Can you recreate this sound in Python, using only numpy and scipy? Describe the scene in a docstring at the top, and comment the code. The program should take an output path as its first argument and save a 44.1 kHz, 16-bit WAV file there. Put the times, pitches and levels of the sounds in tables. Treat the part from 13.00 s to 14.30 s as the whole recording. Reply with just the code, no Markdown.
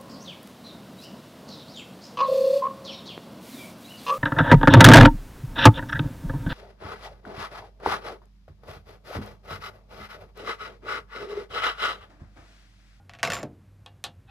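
"""A table in a small room, one close microphone. A thin metal spatula ticks in the fingers as it is lifted,
then drops and chatters to rest, each bounce ringing the metal and the table top. The hand comes down
with a dull thump and stops the ring. The fingers tap, then knock a small object beside a glass beaker,
and at the very end it starts to slide. A low ventilation hum runs underneath throughout."""
import sys
import numpy as np
from scipy import signal
from scipy.fft import rfft, irfft, next_fast_len
from scipy.io import wavfile

SR = 44100
rng = np.random.default_rng(int(sys.argv[2]) if len(sys.argv) > 2 else 0)


def wav_out(sig):
    """Save sig, one row per channel (or a flat mono array), as 16-bit PCM at SR to the path in sys.argv[1]."""
    wavfile.write(sys.argv[1], SR, np.round(np.clip(np.atleast_2d(sig).T, -1, 1) * 32767).astype(np.int16))


N = 57330
T = np.arange(N) / SR
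AGE = np.arange(18000) / SR  # time since a contact [s]

# tone of metal hitting the table (frequency [Hz], level [dB])
BOUNCE_COLOUR = [(25, -46), (45, -10.5), (70, -2.5), (130, 6), (330, -4), (650, 3), (950, 4), (1700, 4.5),
                 (2700, 2), (4500, -4.5), (6800, -8.5), (8300, -15.5), (12000, -24.5), (14500, -26),
                 (16000, -39)]
# decay of table and room after a bounce (frequency [Hz], t60 [s])
BOUNCE_T60 = [(100, 0.17), (300, 0.56), (800, 0.26), (2000, 0.14), (5000, .14), (12000, 0.073)]
# their decay after a knock (frequency [Hz], t60 [s])
KNOCK_T60 = [(100, 0.32), (220, 0.32), (400, 0.22), (1100, 0.15), (3200, .12), (9000, 0.085)]


def spatula():
    """Shrinking bounces ring the table top and the metal rod until the hand damps both."""
    # hits on the table (time [s], level [dB], crack [dB], bass [dB], treble [dB], rod ring [dB],
    # end that lands [0 tip to 1 handle], clack pitch [Hz], clack [dB])
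    bounces = [(0.2304, -6.5, 1, -7.5, 8, -61, 0.88, 1540, -13),
               (.2338, -8.5, 2.5, 4.5, -15, -54.5, 0.42, 1874, -14),
               (.2505, -13.5, 5, -10, 1, -45, 0.28, 1180, -17),
               (.2742, -19.5, 6, -6.5, -2, -54, 0, 2133, -4), (.2825, -22, -3.5, 16, -5, -63, 0.14, 523, 0),
               (0.3018, -15.5, 5, -5.5, 5.5, -67, 0, 1450, -7),
               (.3040, -14.5, -11, -2.5, -3, -69, 0.13, 2647, -11),
               (.3200, -13.5, 5, 0.5, -1.5, -43.5, 1, 1770, -14),
               (0.3343, -17, 5, 2, 4, -38.5, 0.86, 1153, -12),
               (.3450, -22.5, 7.5, -13, 1, -58, 0.78, 3450, -18),
               (0.353, -25, 4, 5, 8.5, -56, 1, 2020, -18), (0.3669, -22.5, 1, 4, 4, -50, 0.86, 1380, -9.5),
               (0.3755, -27, 1.5, 8.5, 2, -62, 0.82, 1122, -8),
               (.3875, -28, -4, 12, 8.5, -68, 0.82, 2000, -6.5),
               (.4040, -24, 0, 4.5, -23, -59, 1, 2245, -14.5)]
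    # bending modes (frequency [Hz], t60 [s], level if the tip lands [dB], if the handle lands [dB])
    rod_modes = [(3180, 0.31, -27, -9.5), (3770, 0.085, 0, -44.5), (5150, 0.25, 3, -19),
                 (7192, 0.27, -3.5, -3.5), (8802, 0.26, -27.5, -21.5), (9071, 0.3, -14.5, -24),
                 (11650, 0.25, -8.5, -21), (13383, 0.17, -33.5, -14.5)]
    tip = ring([(hz, t60, db) for hz, t60, db, _ in rod_modes])
    handle = ring([(hz, t60, db) for hz, t60, _, db in rod_modes])
    table = table_ring()
    clack_t60_s, flutter_db = 0.036, 3.9
    hits, rod, top = np.zeros((3, N))
    for s, db, crack_db, bass_db, treble_db, ring_db, end, clack_hz, clack_db in bounces:
        hit = blow(BOUNCE_T60, crack_db, scatter_db=-19.5, early_db=5)
        # pressed on the table, the rod rings briefly at a pitch set by the point of contact
        clack = ring([(clack_hz, clack_t60_s, clack_db)]) * (1 - np.exp(-AGE * clack_hz))
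        hits += amp(db) * late(colour(hit, BOUNCE_COLOUR, bass_db, treble_db) + clack, s)
        top += amp(db) * late(table, s)
        rod += amp(ring_db) * late((1 - end) * tip + end * handle, s)
    rod *= amp(flutter_db * band_noise(0, 90))  # the ring flutters as the rod grazes the table
    return hits + hand_damping(rod, t60=0.088) + hand_damping(top, t60=0.12)


def finger_ticks():
    """The spatula ticks lightly in the fingers, with a little of the table's ring."""
    # light contacts (time [s], level [dB], crack [dB])
    ticks = [(0.0952, -29, 6.5), (0.1362, -30, 5.5), (0.1504, -34.5, 6.5), (0.188, -34.5, 5.5),
             (.1955, -35, 5.5), (0.2032, -35, 3.5)]
    # their tone (frequency [Hz], level [dB])
    tick_colour = [(40, -13.5), (150, 4), (400, -10), (720, 7), (1000, -3), (1500, 3.5), (2100, 4),
                   (2900, 3), (4000, -6), (6500, -12.5), (9000, -22.5), (13000, -28.5), (15000, -43.5)]
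    out, table = np.zeros(N), amp(-4.5) * table_ring()
    for s, db, crack_db in ticks:
        tick = colour(blow(BOUNCE_T60, crack_db, scatter_db=-20, early_db=2.5), tick_colour)
        out += amp(db) * late(tick + table, s)
    return out


def table_ring():
    """The struck table top rings a little longer than its reflections."""
    # its modes (frequency [Hz], level [dB])
    top_modes = [(510, -33), (575, -35), (667, -24.5), (712, -24), (820, -51), (893, -44), (1120, -26),
                 (1188, -34), (1424, -37), (1605, -31.5), (1755, -31), (2148, -35.5), (2620, -33),
                 (2685, -30.5)]
    return ring([(hz, 1.1 * along(BOUNCE_T60, hz), db) for hz, db in top_modes])


def table_flex():
    """The table top flexes under the falling spatula in low, soft swings."""
    # pushes (time [s], level [dB])
    flexes = [(0.282, -42), (.32, -40.5)]
    # slow modes (frequency [Hz], t60 [s], level [dB])
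    flex_modes = [(59.4, .3, -5), (123.4, .4, 5), (206.2, 0.39, -1.5)]
    swing = ring(flex_modes) * (1 - np.exp(-AGE / 0.012))
    return sum(amp(db) * late(swing, s) for s, db in flexes)


def hand_thumps():
    """The hand thumps dully through the table, each time with a dry click of the spatula."""
    # landings (time [s], thump [dB], click [dB])
    thumps = [(0.4305, -17.5, -25.5), (0.4367, -24, -37)]
    # their tone (frequency [Hz], level [dB])
    thump_colour = [(40, -11.5), (80, -8), (130, -3), (200, 3.5), (300, 2), (450, 0.5), (740, 2),
                    (1000, -12), (2000, -18.5), (6000, -40), (16000, -61)]
    # their decay (frequency [Hz], t60 [s])
    thump_t60 = [(100, 0.33), (230, 0.46), (380, 0.2), (700, 0.16), (3000, 0.13)]
    # table modes that only a soft, heavy push wakes (frequency [Hz], t60 [s], level [dB])
    deep_modes = [(118.4, .4, -26.5), (142.8, 0.25, -19.5), (210, 0.75, -39), (299.5, 0.33, -21.5),
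                  (463, 0.32, -27.5), (601.4, 0.16, -16.5), (715, 0.073, -13.5)]
    out, deep = np.zeros(N), ring(deep_modes)
    for s, db, click_db in thumps:
        click = colour(blow(KNOCK_T60, 0, scatter_db=-33, early_db=-1.5), BOUNCE_COLOUR, treble_db=16.5)
        thud = colour(blow(thump_t60, 5.5, scatter_db=-16, early_db=8), thump_colour)
        out += late(amp(db) * (thud + deep) + amp(click_db) * click, s)
    return out


def hand_damping(x, t60, rest_s=0.437):
    """The resting hand adds its own decay to a ring."""
    return x * decay(np.maximum(T - rest_s, 0), t60)


def object_knocks():
    """A tap, then a harder knock: each snaps and rings the small object."""
    # contacts (time [s], level [dB], crack [dB], bass [dB], treble [dB], ring [dB])
    knocks = [(0.8615, -25.5, 3, -5, -13.5, 1.5), (1.0403, -13, -1, -3, 3, -0.5)]
    # their tone (frequency [Hz], level [dB])
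    knock_colour = [(25, -30), (60, -8), (150, 2), (350, -6), (750, -0.5), (1300, -3), (2200, -7),
                    (3700, 3), (5500, -10), (8500, -14.5), (13000, -24), (14500, -38), (16000, -40)]
    # hard, dry snap of first contact (frequency [Hz], level [dB])
    snap_colour = [(500, -32), (2500, 4), (4200, 1), (8000, 2.5), (13000, -11), (16000, -36)]
    # the object's modes on the table (frequency [Hz], t60 [s], level [dB])
    object_modes = [(515, 0.27, -34.5), (693, 0.13, -38), (704, 0.18, -27), (807.5, 0.18, -27.5),
                    (885, 0.18, -32), (1123, 0.1, -27.5), (1755, 0.13, -31), (2540, 0.049, -21),
                    (2800, 0.18, -33), (3330, 0.18, -37.5), (3314, 0.033, -16.5), (3765, 0.039, -37)]
    out, body = np.zeros(N), ring(object_modes)
    for s, db, crack_db, bass_db, treble_db, ring_db in knocks:
        hit = blow(KNOCK_T60, crack_db, scatter_db=-18, early_db=2.5)
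        knock = colour(hit, knock_colour, bass_db, treble_db)
        snap = amp(0.5) * colour(crack(early_db=-24), snap_colour, treble_db=treble_db)
        out += amp(db) * late(knock + snap + amp(ring_db) * body, s)
    return out


def object_slide(start_s=1.2697, rise_s=0.028):
    """Friction swells in the object's resonances as it starts to slide."""
    # rubbed resonances (frequency [Hz], width [Hz], level [dB])
    resonances = [(809, 29, 3), (1500, 690, -4), (2600, 180, -3.5), (3430, 930, -6)]
    rub = sum(amp(db) * band_noise(hz, width) for hz, width, db in resonances)
    return amp(-56.5) * rub * np.clip((T - start_s) / rise_s, 0, 1)


def opening_ring():
    """A faint ring is dying away as the scene opens."""
    # its modes (frequency [Hz], t60 [s], level [dB])
    faint_modes = [(805, 0.085, -53), (1430, 0.33, -66.5)]
    return late(ring(faint_modes), 0)


def room_tone(hum_hz=96.1, drift_hz=2.5):
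    """The ventilation hum wavers in pitch and level over soft rumble and hiss."""
    # course of the hum (time [s], level [dB])
    hum_levels = [(0.0, -60), (0.072, -49.5), (0.17, -65), (0.228, -55), (0.264, -52), (0.314, -50.5),
                  (0.48, -58.5), (1.024, -53.5), (1.086, -64), (1.194, -45.5), (1.23, -68), (1.3, -50.5)]
    # tone of the rumble and hiss (frequency [Hz], level [dB])
    room_colour = [(20, -30.5), (32, -13), (50, 3), (80, -2), (125, 1.5), (170, -5), (250, -11.5),
                   (400, -17.5), (800, -23.5), (1600, -26.5), (4000, -36.5), (9000, -42), (13200, -42),
                   (14200, -60)]
    hz = hum_hz + drift_hz * band_noise(0, 12)
    hum = np.sqrt(2) * np.sin(2 * np.pi * np.cumsum(hz) / SR)
    hum *= amp(np.interp(T, *np.array(hum_levels).T))
    return hum + amp(-56.5) * colour(rng.standard_normal(N), room_colour)


def blow(t60s, crack_db, scatter_db, early_db):
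    """A contact and its reflections."""
    return amp(crack_db) * crack(early_db) + amp(scatter_db) * scatter(t60s)


def crack(early_db, splinter_s=0.0005, early_s=0.0027, low_cut_hz=549):
    """The contact, thin in the bass: a sharp pulse, a splinter of noise and the nearest reflections."""
    def burst(s):
        signs = rng.choice([-1., 1.], len(AGE))
        return signs * np.exp(-np.minimum(AGE / s, 20)) / np.sqrt(s * SR / 2)
    out = 0.58 * burst(splinter_s) + amp(early_db) * burst(early_s)
    out[0] -= 1  # the pulse
    return signal.lfilter(*signal.butter(1, low_cut_hz, "high", fs=SR), out)


def scatter(t60s, build_cycles=1.4, wall_delay_s=0.003):
    """Dense reflections of table and room; each octave builds up and dies at its own rate."""
    f = np.fft.rfftfreq(len(AGE), 1 / SR)
    centres = np.geomspace(60, 15000, 9)
    noise, out = rfft(flat_noise(len(AGE))), 0
    for hz, share in zip(centres, np.eye(len(centres))):
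        band = irfft(noise * along(list(zip(centres, share)), f))
        build_up = 1 - np.exp(-AGE * hz / build_cycles)  # the bass comes late
        out += band * build_up * decay(AGE, along(t60s, hz))
    return out * (1 - np.exp(-AGE / wall_delay_s))


def ring(modes):
    """Decaying sines from (frequency [Hz], t60 [s], level [dB]); neighbours swing opposite ways."""
    return sum((-1) ** k * amp(db) * np.sin(2 * np.pi * hz * AGE) * decay(AGE, t60)
               for k, (hz, t60, db) in enumerate(modes))


def colour(x, points, bass_db=0, treble_db=0, bass_hz=800, treble_hz=4500):
    """Causal filter of unit power through (frequency [Hz], level [dB]) points, plus two shelves."""
    size = 2 * next_fast_len(len(x) // 2 + 1024, True)
    hz = np.fft.rfftfreq(size, 1 / SR)
    shelves = bass_db / (1 + (hz / bass_hz) ** 2) + treble_db * hz ** 2 / (hz ** 2 + treble_hz ** 2)
    cepstrum = irfft(np.log(unit(amp(along(points, hz))) * amp(shelves)))
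    cepstrum[1:size // 2] *= 2  # fold to minimum phase
    cepstrum[size // 2 + 1:] = 0
    return irfft(rfft(x, size) * np.exp(rfft(cepstrum)))[:len(x)]


def band_noise(hz, width):
    """Noise of rms 1 in one resonance."""
    f = np.fft.rfftfreq(N, 1 / SR)
    return unit(irfft(rfft(rng.standard_normal(N)) / (1 + (2 * (f - hz) / width) ** 2), N))


def flat_noise(size):
    """Noise of rms 1 with an even spectrum."""
    return unit(irfft(np.exp(2j * np.pi * rng.random(size // 2 + 1))))


def along(points, hz):
    """Read (frequency [Hz], value) points on a log-frequency axis."""
    p = np.array(points, float)
    return np.interp(np.log(np.maximum(hz, 1)), np.log(p[:, 0]), p[:, 1])


def decay(age, t60):
    """Fall by 60 dB every t60 seconds."""
    return np.exp(-np.log(1000) * age / t60)


def late(x, s):
    """Start a sound at s seconds."""
    return np.concatenate([np.zeros(int(round(s * SR))), x, np.zeros(N)])[:N]


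def amp(db):
    """Decibels to gain."""
    return 10 ** (np.asarray(db) / 20)


def unit(x):
    """Scale to rms 1."""
    return x / np.sqrt(np.mean(x ** 2))


def scene():
    """Everything sits in the centre, close to the microphone, with only a trace of width."""
    mid = finger_ticks() + spatula() + table_flex() + hand_thumps()
    mid += object_knocks() + object_slide() + opening_ring() + room_tone()
    spread = rng.standard_normal(256)
    side = amp(-38) * signal.fftconvolve(mid, spread / np.linalg.norm(spread))[:N]
    return np.array([mid + side, mid - side])


def record(dry):
    """The recorder cuts the top steeply above 15.8 kHz."""
    return signal.sosfilt(signal.ellip(8, .2, 70, 15800, fs=SR, output="sos"), dry)


dry = scene()
out = record(dry)
wav_out(out)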